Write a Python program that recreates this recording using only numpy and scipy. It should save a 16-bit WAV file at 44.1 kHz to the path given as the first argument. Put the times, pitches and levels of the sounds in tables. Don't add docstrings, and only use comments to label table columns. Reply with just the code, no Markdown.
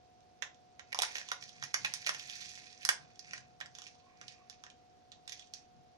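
import sys
import numpy as np
from scipy import signal
from scipy.io import wavfile
from scipy.ndimage import uniform_filter1d

SR = 44100
rng = np.random.default_rng(int(sys.argv[2]) if len(sys.argv) > 2 else 0)


def natural_amplitude(level_db):
    exponent = np.asarray(level_db, float) / 20
    return 10 ** exponent


def dump_mix(stems):
    frames = np.atleast_2d(stems).T
    limited = np.clip(frames, -1, 1)
    pcm = np.round(limited * 32767).astype(np.int16)
    wavfile.write(sys.argv[1], SR, pcm)


N = 263277

# t/s, snap level/dB, panel level re snap/dB, panel f/Hz, crease level re snap/dB
HARD_SNAPS = [(0.4227, -25, -4, 1700, -11.5), (0.9278, -25, -6, 1900, -12.5),
              (0.9462, -21, -17.5, 930, -21), (0.989, -13.5, -23.5, 774, -13.5),
              (1.0202, -10.5, -27, 1040, -15.5), (1.033, -21.5, -7, 1580, -37),
              (1.1546, -29, -1.5, 1870, -7.5), (1.3164, -20.5, -9.5, 1316, -11.5),
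              (1.6252, -28, -8, 1520, -12.5), (1.6374, -22.5, -16, 1700, -23),
              (1.742, -15.5, -9.5, 1540, -17), (1.8475, -19.5, -6.5, 1900, -8.5),
              (1.9378, -15.5, -20, 2070, -18), (2.0644, -18, -9.5, 2260, -13),
              (2.0712, -18, -5.5, 2120, -11), (2.092, -16.5, -11, 1460, -16.5),
              (2.8506, -13.5, -19.5, 1554, -43), (2.8896, -9.5, -9.5, 1640, -15),
              (3.1928, -30, -26, 1840, -53), (3.3335, -28, -8, 1750, -16.5),
              (3.6109, -34.5, -0.5, 1643, -6.5), (4.2814, -37, 0, 3770, -25),
              (5.2774, -30.5, -13.5, 2320, -11.5), (5.5373, -26.5, -26.5, 1760, -47)]
# t/s, snap level/dB, panel level re snap/dB, panel f/Hz
SLIPS = [(0.2059, -54, -29.5, 851), (0.545, -48.5, -20, 2090), (0.7945, -35, -7, 1490),
         (0.9213, -37.5, -8.5, 1600), (1.001, -26, -4, 2220), (1.0502, -26.5, -40, 1550),
         (1.1825, -27, -10.5, 1870), (1.2139, -36.5, -4.5, 1820), (1.2874, -30, -24.5, 1100),
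         (1.425, -32, -12, 1960), (1.48, -44.5, -28, 1390), (1.4923, -34.5, -35, 1760),
         (1.5981, -45.5, -14, 1870), (2.0467, -35, -10, 2560), (2.1464, -29.5, -9.5, 1690),
         (2.1957, -28.5, -32, 2600), (2.2978, -26, -53, 2250), (2.363, -38, -33, 2530),
         (2.4124, -33, -31, 2250), (2.4581, -35.5, -17, 2250), (2.5024, -39, -13, 2590),
         (2.5154, -36, -15.5, 2220), (2.536, -41, -11, 2220), (2.554, -34, -17, 2220),
         (2.5756, -41.5, -3.5, 1860), (2.6825, -58, -25, 1930), (2.802, -52, -6.5, 2360),
         (2.8262, -43, -12.5, 2530)]
# t/s, snap level/dB, panel level re snap/dB, panel f/Hz
TICKS = [(3.1576, -45, -39, 950), (3.2465, -41.5, -10.5, 2400), (3.3093, -39, -6, 2210),
         (3.3784, -35.5, -10.5, 1730), (3.6032, -33, -16.5, 1280), (3.659, -41, -7.5, 1460),
         (3.751, -33, -25, 1600), (3.7858, -31.5, -19.5, 1155), (3.819, -33.5, -22, 1190),
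         (3.84, -39, -16, 2300), (3.867, -38, -5, 2480), (3.9526, -51.5, -19, 860),
         (4.2133, -33, -14, 1420), (4.322, -40.5, -27, 2300), (4.498, -29, -27.5, 1073),
         (4.5272, -49.5, -7, 2230), (4.6376, -33, -14.5, 1340), (4.665, -41, -10, 1390),
         (4.701, -44, -6, 2640), (5.1183, -47.5, 4.5, 3350), (5.1232, -43, -16, 1550),
         (5.2946, -26.5, -26, 2390), (5.3212, -27, -13.5, 2230), (5.3277, -29, -19, 2320),
         (5.395, -35, -21, 2060), (5.423, -44.5, -9, 2630), (5.472, -49, -18, 2560)]
SLIP_CREASE_DB, TICK_CREASE_DB = -13, -15.5
CREASES = (
    HARD_SNAPS
    + [(*row, SLIP_CREASE_DB) for row in SLIPS]
    + [(*row, TICK_CREASE_DB) for row in TICKS]
)
SNAP_AIR_DB, AIR_PER_DB = -25, 0.79
AWAY_S, AWAY_DB = 3.0, -0.5

# t/s, level/dB, rise/s, fall/s, wall share/dB (rise and fall span 20 dB)
STROKES = [(1.06, -49, 0.14, 0.24, -1.5), (1.162, -46, 0.065, 0.17, -8.5), (1.31, -59, .1, 0.071, 2),
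           (1.43, -49.5, 0.048, 0.067, -5.5), (1.62, -54.5, 0.027, 0.1, -5), (1.86, -54, 0.089, 0.22, -2),
           (2.09, -50, 0.055, 0.058, 2), (2.27, -49, 0.9, 0.78, -5), (2.5, -52.5, 0.52, 0.2, -6),
           (2.83, -51, 0.055, 0.12, -5.5), (3.3, -60.5, 0.13, 0.15, 1.5), (3.389, -54.5, 0.15, 0.029, -9),
           (3.78, -60, 0.078, 0.32, -9.5), (3.879, -57.5, .15, 0.066, -9.5), (4.1, -82.5, 0.079, .1, 12),
           (4.28, -64.5, 0.18, 0.2, 2.5), (4.51, -71.5, 0.11, 0.46, -4.5),
           (5.379, -58.5, 0.15, 0.13, -11.5), (5.55, -58, 0.024, 0.094, -6)]
# f/Hz, level/dB
GRAIN_COLOUR = [(2000, -44), (3000, -9.5), (4500, -3), (6200, -4), (7500, -20.5), (10000, -22.5),
                (13000, -35), (16000, -53.5)]
# f/Hz, level/dB
WALL_COLOUR = [(600, -64), (1300, -15.5), (1700, 3.5), (2100, 5), (2600, 10.5), (3300, -33), (6000, -47)]
# f/Hz, level/dB
SLIDE_COLOUR = [(300, -59), (600, -15), (1050, 3), (1450, 4.5), (2000, -27.5), (4000, -57)]
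FIZZ_DB, FIZZ_POWER = -26, 1.42
REST_DB, SLIDE_SHARE_DB = -81.5, -22
SHAKE_WALL_DB, SHAKE_SLIDE_DB, SHAKE_S = -27, -16, 0.062
LEVEL_STEP = 32

# t/s, level/dB, f/Hz, half width/s
SQUEAKS = [
    (4.09, -71, 1074, 0.065),
    (4.41, -68.5, 1120, 0.037),
]

# f/Hz, level/dB
HEARD_COLOUR = [(800, 1), (1050, 2.5), (1300, -4.5), (1600, 1), (4500, 0), (6300, 0), (8000, 1.5),
                (12000, -2)]
# f/Hz, level/dB
SHADOW = [(400, 0), (1300, -1), (2400, -6), (3500, -11), (6000, -13), (9000, -8), (14000, -9)]
# t/s, left port level/dB
TURN = [
    (0, -23),
    (1, 0.1),
    (2, 0.5),
    (2.7, -2),
    (3.3, 0.5),
    (4.5, -3),
    (5.2, -1.5),
    (5.97, -4),
]
# f/Hz, t60/s
DECAY = [(300, 0.78), (1000, 0.27), (2000, 0.21), (6000, 0.22), (10000, 0.15), (15000, 0.12)]

# f/Hz, level/dB, width/Hz, left port lead/rad
HUM = [(236.5, -83, 8.9, 0.19), (486.4, -79.5, 4.2, 1.2), (681, -79, 6.3, 0.96), (731.4, -65.5, 18, 1.52)]
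# t/s, level/dB, half width/s
SWELLS = [(.38, -83, 0.088), (.95, -76, 0.046), (1.47, -63.5, 0.054), (1.63, -57, .05), (1.86, -58, 0.088),
          (2.12, -66, 0.035), (2.35, -66.5, 0.34), (2.88, -60.5, 0.037), (3.05, -60.5, 0.065),
          (3.36, -63, 0.11), (3.6, -71, 0.2), (4.249, -70, 0.074), (5.79, -63, 0.055)]
RUMBLE_DB = -75.5
# f/Hz, level per Hz/dB
AIR = [(20, -12.5), (40, -15.5), (95, 2), (170, -6), (300, -5.5), (600, -9.5), (800, -9.5), (1000, -17),
       (2400, -20), (4000, -20.5), (5800, -23), (7500, -31), (12500, -32.5), (16000, -63.5)]
AIR_DB = -62.5
# f/Hz, left-right likeness
LIKENESS = [(60, 0.18), (640, 0.17), (1400, 0.11), (15000, 0.016)]

# f/Hz, level/dB
KEPT = [(6500, -125), (7800, -108), (9000, -106), (11000, -108), (13500, -106), (16000, -101.5)]
# t/s, length/s, level/dB
MUTES = [
    (0.9412, 0.0073, -35),
    (0.976, 0.0061, 3.5),
    (1.007, 0.0081, -7),
    (1.3107, 0.0035, -12),
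    (1.728, 0.0037, -18),
    (2.83, 0.0036, -1),
]


def snaps():
    out, t = np.zeros(N), np.arange(900) / SR
    creak = natural_amplitude(-12 - 20 * (1 - t / 0.00094))
    afterslip = natural_amplitude(-13 - 60 * t / 0.026) + natural_amplitude(-30 - 60 * t / 0.21)
    shape = np.where(t < .0012, creak, afterslip)
    for s, db, panel_db, panel_hz, crease_db in CREASES:
        chance = rng.standard_normal(900)
        slips = chance * abs(chance) * shape
        slips[53] = 3.95
        panel = passed(slips, panel_hz * 0.3, panel_hz * 3.9)
        air_db = SNAP_AIR_DB + AIR_PER_DB * (db + 19) + AWAY_DB * (s > AWAY_S) + 15
        parts = [
            (passed(slips, 510, 846), pouch_level(panel_db, panel_hz)),
            (passed(panel, panel_hz * 0.87, panel_hz * 1.422), panel_db + 7),
            (passed(slips, 2977, 4230), crease_db + 10),
            (passed(slips, 4456, 6250), -1.5),
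            (passed(slips, 7100, 10000), air_db),
        ]
        for part, part_db in parts:
            add(out, s - .0008, natural_amplitude(db + part_db + 2) * part / abs(part).max())
    return signal.sosfilt(signal.butter(4, 300, "high", fs=SR, output="sos"), out)


def pouch_level(panel_db, panel_hz):
    return panel_db - 10.0 - 14 * np.log2(panel_hz / 1200)


def rustle():
    grain, wall, sliding = handling()
    clumps = evened(uniform_filter1d(rng.standard_normal(N), 700))
    hardness_db = 2.4 * np.minimum(rng.exponential(1, N), 6) + 2.6 * clumps
    clicks = rng.standard_normal(N) * natural_amplitude(hardness_db)
    clicks *= rng.random(N) < 5000 / SR
    kind = rng.integers(0, 7, N)
    grains = np.zeros(N)
    for k, hz in enumerate(np.geomspace(1200, 11000, num=7)):
        grains += passed(clicks * (kind == k), hz * 0.78, hz * 1.295) / np.sqrt(hz)
    grains = np.diff(grains, prepend=0) / 2 + 0.3 * grains
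    high, low, slide = [
        evened(signal.oaconvolve(grains, causal(colour))[:N])
        for colour in (GRAIN_COLOUR, WALL_COLOUR, SLIDE_COLOUR)
    ]
    fizz_gain = natural_amplitude(FIZZ_DB - 50) * (grain / natural_amplitude(-52.5)) ** FIZZ_POWER
    fizz = fizz_gain * evened(passed(clicks, 7500, 14000))
    return grain * high + fizz + wall * low + sliding * slide


def handling():
    strokes = [peak(s, db, rise, fall) for s, db, rise, fall, _ in STROKES]
    walls = [stroke + row[4] for stroke, row in zip(strokes, STROKES)]
    shaken, slid = [], []
    for s, db, panel_db, hz, _ in CREASES:
        stiff_db = 30 * max(np.log2(hz / 2600), 0)
        shaken.append(peak(s, db + panel_db + SHAKE_WALL_DB - stiff_db, 0.012, SHAKE_S))
        slid.append(peak(s, db + pouch_level(panel_db, hz) + SHAKE_SLIDE_DB, .004, SHAKE_S))
    levels = (
        summed(strokes + [REST_DB]),
        summed(walls + shaken + [REST_DB - 10]),
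        summed(slid + [summed(walls) + SLIDE_SHARE_DB, REST_DB - 2.5]),
    )
    return [np.repeat(natural_amplitude(db + 2.0), LEVEL_STEP)[:N] for db in levels]


def peak(s, db, rise, fall):
    late = np.arange(0, N + LEVEL_STEP, LEVEL_STEP) / SR - s
    return db - 20 * np.maximum(late / max(fall, .002), -late / max(rise, .002))


def squeak():
    t, out, noise = np.arange(N) / SR, np.zeros(N), rng.standard_normal(N)
    for s, db, hz, width in SQUEAKS:
        swell = np.exp(-((t - s) / width) ** 2)
        out += natural_amplitude(db) * swell * evened(passed(noise, hz * .96, hz * 1.04))
    return out


def at_ports(packet):
    far = signal.oaconvolve(np.r_[np.zeros(7), packet], causal(SHADOW))[:N]
    bends = passed(far, 140, 1200)
    far = far + natural_amplitude(-13) * np.roll(far, 31) - natural_amplitude(-8) * np.roll(far, 74)
    left = natural_amplitude(0.5) * bends + (far - bends) * natural_amplitude(curve(TURN)[0])
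    return np.array([left, packet])


def kitchen(x):
    taps = np.zeros((3, SR // 2))
    at = np.arange(120, SR // 2 - 10, 10)
    at = at + rng.integers(0, 10, (3, len(at)))
    np.put_along_axis(taps, at, rng.choice([-1., 1.], at.shape), 1)
    taps = taps[:2] + 0.37 * np.array([np.roll(taps[2], 7), taps[2]])
    hz, t, z = signal.stft(taps, SR, nperseg=128)
    decay = natural_amplitude(-60 * t / read(DECAY, hz)[:, None])
    tail = signal.istft(z * decay, SR, nperseg=128)[1]
    return signal.fftconvolve(x[None], tail / np.linalg.norm(tail[0]), axes=1)[:, :N]


def refrigerator():
    t, out = np.arange(N) / SR, np.zeros((2, N))
    for hz, db, width, lead in HUM:
        slow = signal.butter(1, 6 * width, fs=SR, output="sos")
        waver = signal.sosfiltfilt(slow, rng.standard_normal((2, N)))
        waver = 1 + 0.09 * (evened(waver[0]) + 1j * evened(waver[1]))
        phase = 2 * np.pi * hz * t + np.array([[lead], [0]])
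        out += np.sqrt(2) * natural_amplitude(db) * (waver * np.exp(1j * phase)).real
    return out


def rumble():
    noise = rng.standard_normal((3, N))
    band = signal.butter(2, (110, 185), "band", fs=SR, output="sos")
    t = np.arange(N) / SR
    level = natural_amplitude(RUMBLE_DB) + sum(natural_amplitude(db) * np.exp(-((t - s) / width) ** 2) for s, db, width in SWELLS)
    return level * natural_amplitude(-4.8) * evened(signal.sosfilt(band, noise[:2] + 0.28 * noise[2]))


def room_tone():
    frames, hz = N // 512 + 5, np.fft.rfftfreq(2048, 1 / SR)
    a, b, c, d = rng.standard_normal((frames, 1025, 4)).T
    same = np.clip(read(LIKENESS, hz), -1, 1)[:, None]
    left = a + 1j * b
    right = same * left + np.sqrt(1 - same ** 2) * (c + 1j * d)
    z = np.array([left, right]) * natural_amplitude(read(AIR, hz)[:, None])
    hiss = signal.istft(z, nperseg=2048, noverlap=1536)[1][:, :N]
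    return natural_amplitude(AIR_DB - 5.5) * evened(hiss) * natural_amplitude([[-.8], [.8]])


def passed(x, lo_hz, hi_hz):
    return signal.sosfilt(signal.butter(2, (lo_hz, hi_hz), "band", fs=SR, output="sos"), x)


def causal(points):
    log_gain = np.log(natural_amplitude(read(points, abs(np.fft.fftfreq(2048, 1 / SR)))))
    return np.fft.ifft(np.exp(np.conj(signal.hilbert(log_gain)))).real[:1024]


def evened(x):
    return x / np.sqrt(np.mean(x ** 2) + 1e-20)


def summed(levels_db):
    return 10 * np.log10(sum(natural_amplitude(db) ** 2 for db in levels_db) + 1e-20)


def read(points, hz):
    f, value = np.transpose(points)
    return np.interp(np.log(hz + 1), np.log(f + 1), value)


def curve(rows):
    s, *columns = np.transpose(rows)
    return [np.interp(np.arange(N) / SR, s, c) for c in columns]


def add(mix, s, sound):
    part = mix[round(s * SR):][:len(sound)]
    part += sound[:len(part)]


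def scene():
    packet = signal.oaconvolve(snaps() + rustle(), causal(HEARD_COLOUR))[:N]
    handled = at_ports(packet) + squeak() * natural_amplitude([[-2.5], [0]])
    echoes = natural_amplitude([[-10], [-7.5]]) * kitchen(packet)
    return handled + echoes + refrigerator() + rumble() + room_tone()


def band_limit(x):
    return signal.sosfilt(signal.butter(12, 16510, fs=SR, output="sos"), x)


def record(dry):
    hz, _, z = signal.stft(dry, SR, nperseg=1024, noverlap=768)
    power = uniform_filter1d(abs(z) ** 2, size=3, axis=1)
    power = uniform_filter1d(power, size=3, axis=2)
    loud_db = 10 * np.log10(power[:, 60:170].mean(axis=1, keepdims=True) + 1e-20)
    masked_db = 0.33 * np.maximum(loud_db + 101, 0)
    z *= 10 * np.log10(power + 1e-20) > read(KEPT, hz)[:, None] + masked_db
    kept = signal.istft(z, SR, nperseg=1024, noverlap=768)[1][:, :N]
    t = np.arange(N) / SR
    mute_db = sum(db * np.exp(-(2 * (t - s) / length) ** 4) for s, length, db in MUTES)
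    return band_limit(kept * natural_amplitude(mute_db))


dry = scene()
out = record(dry)
dump_mix(out)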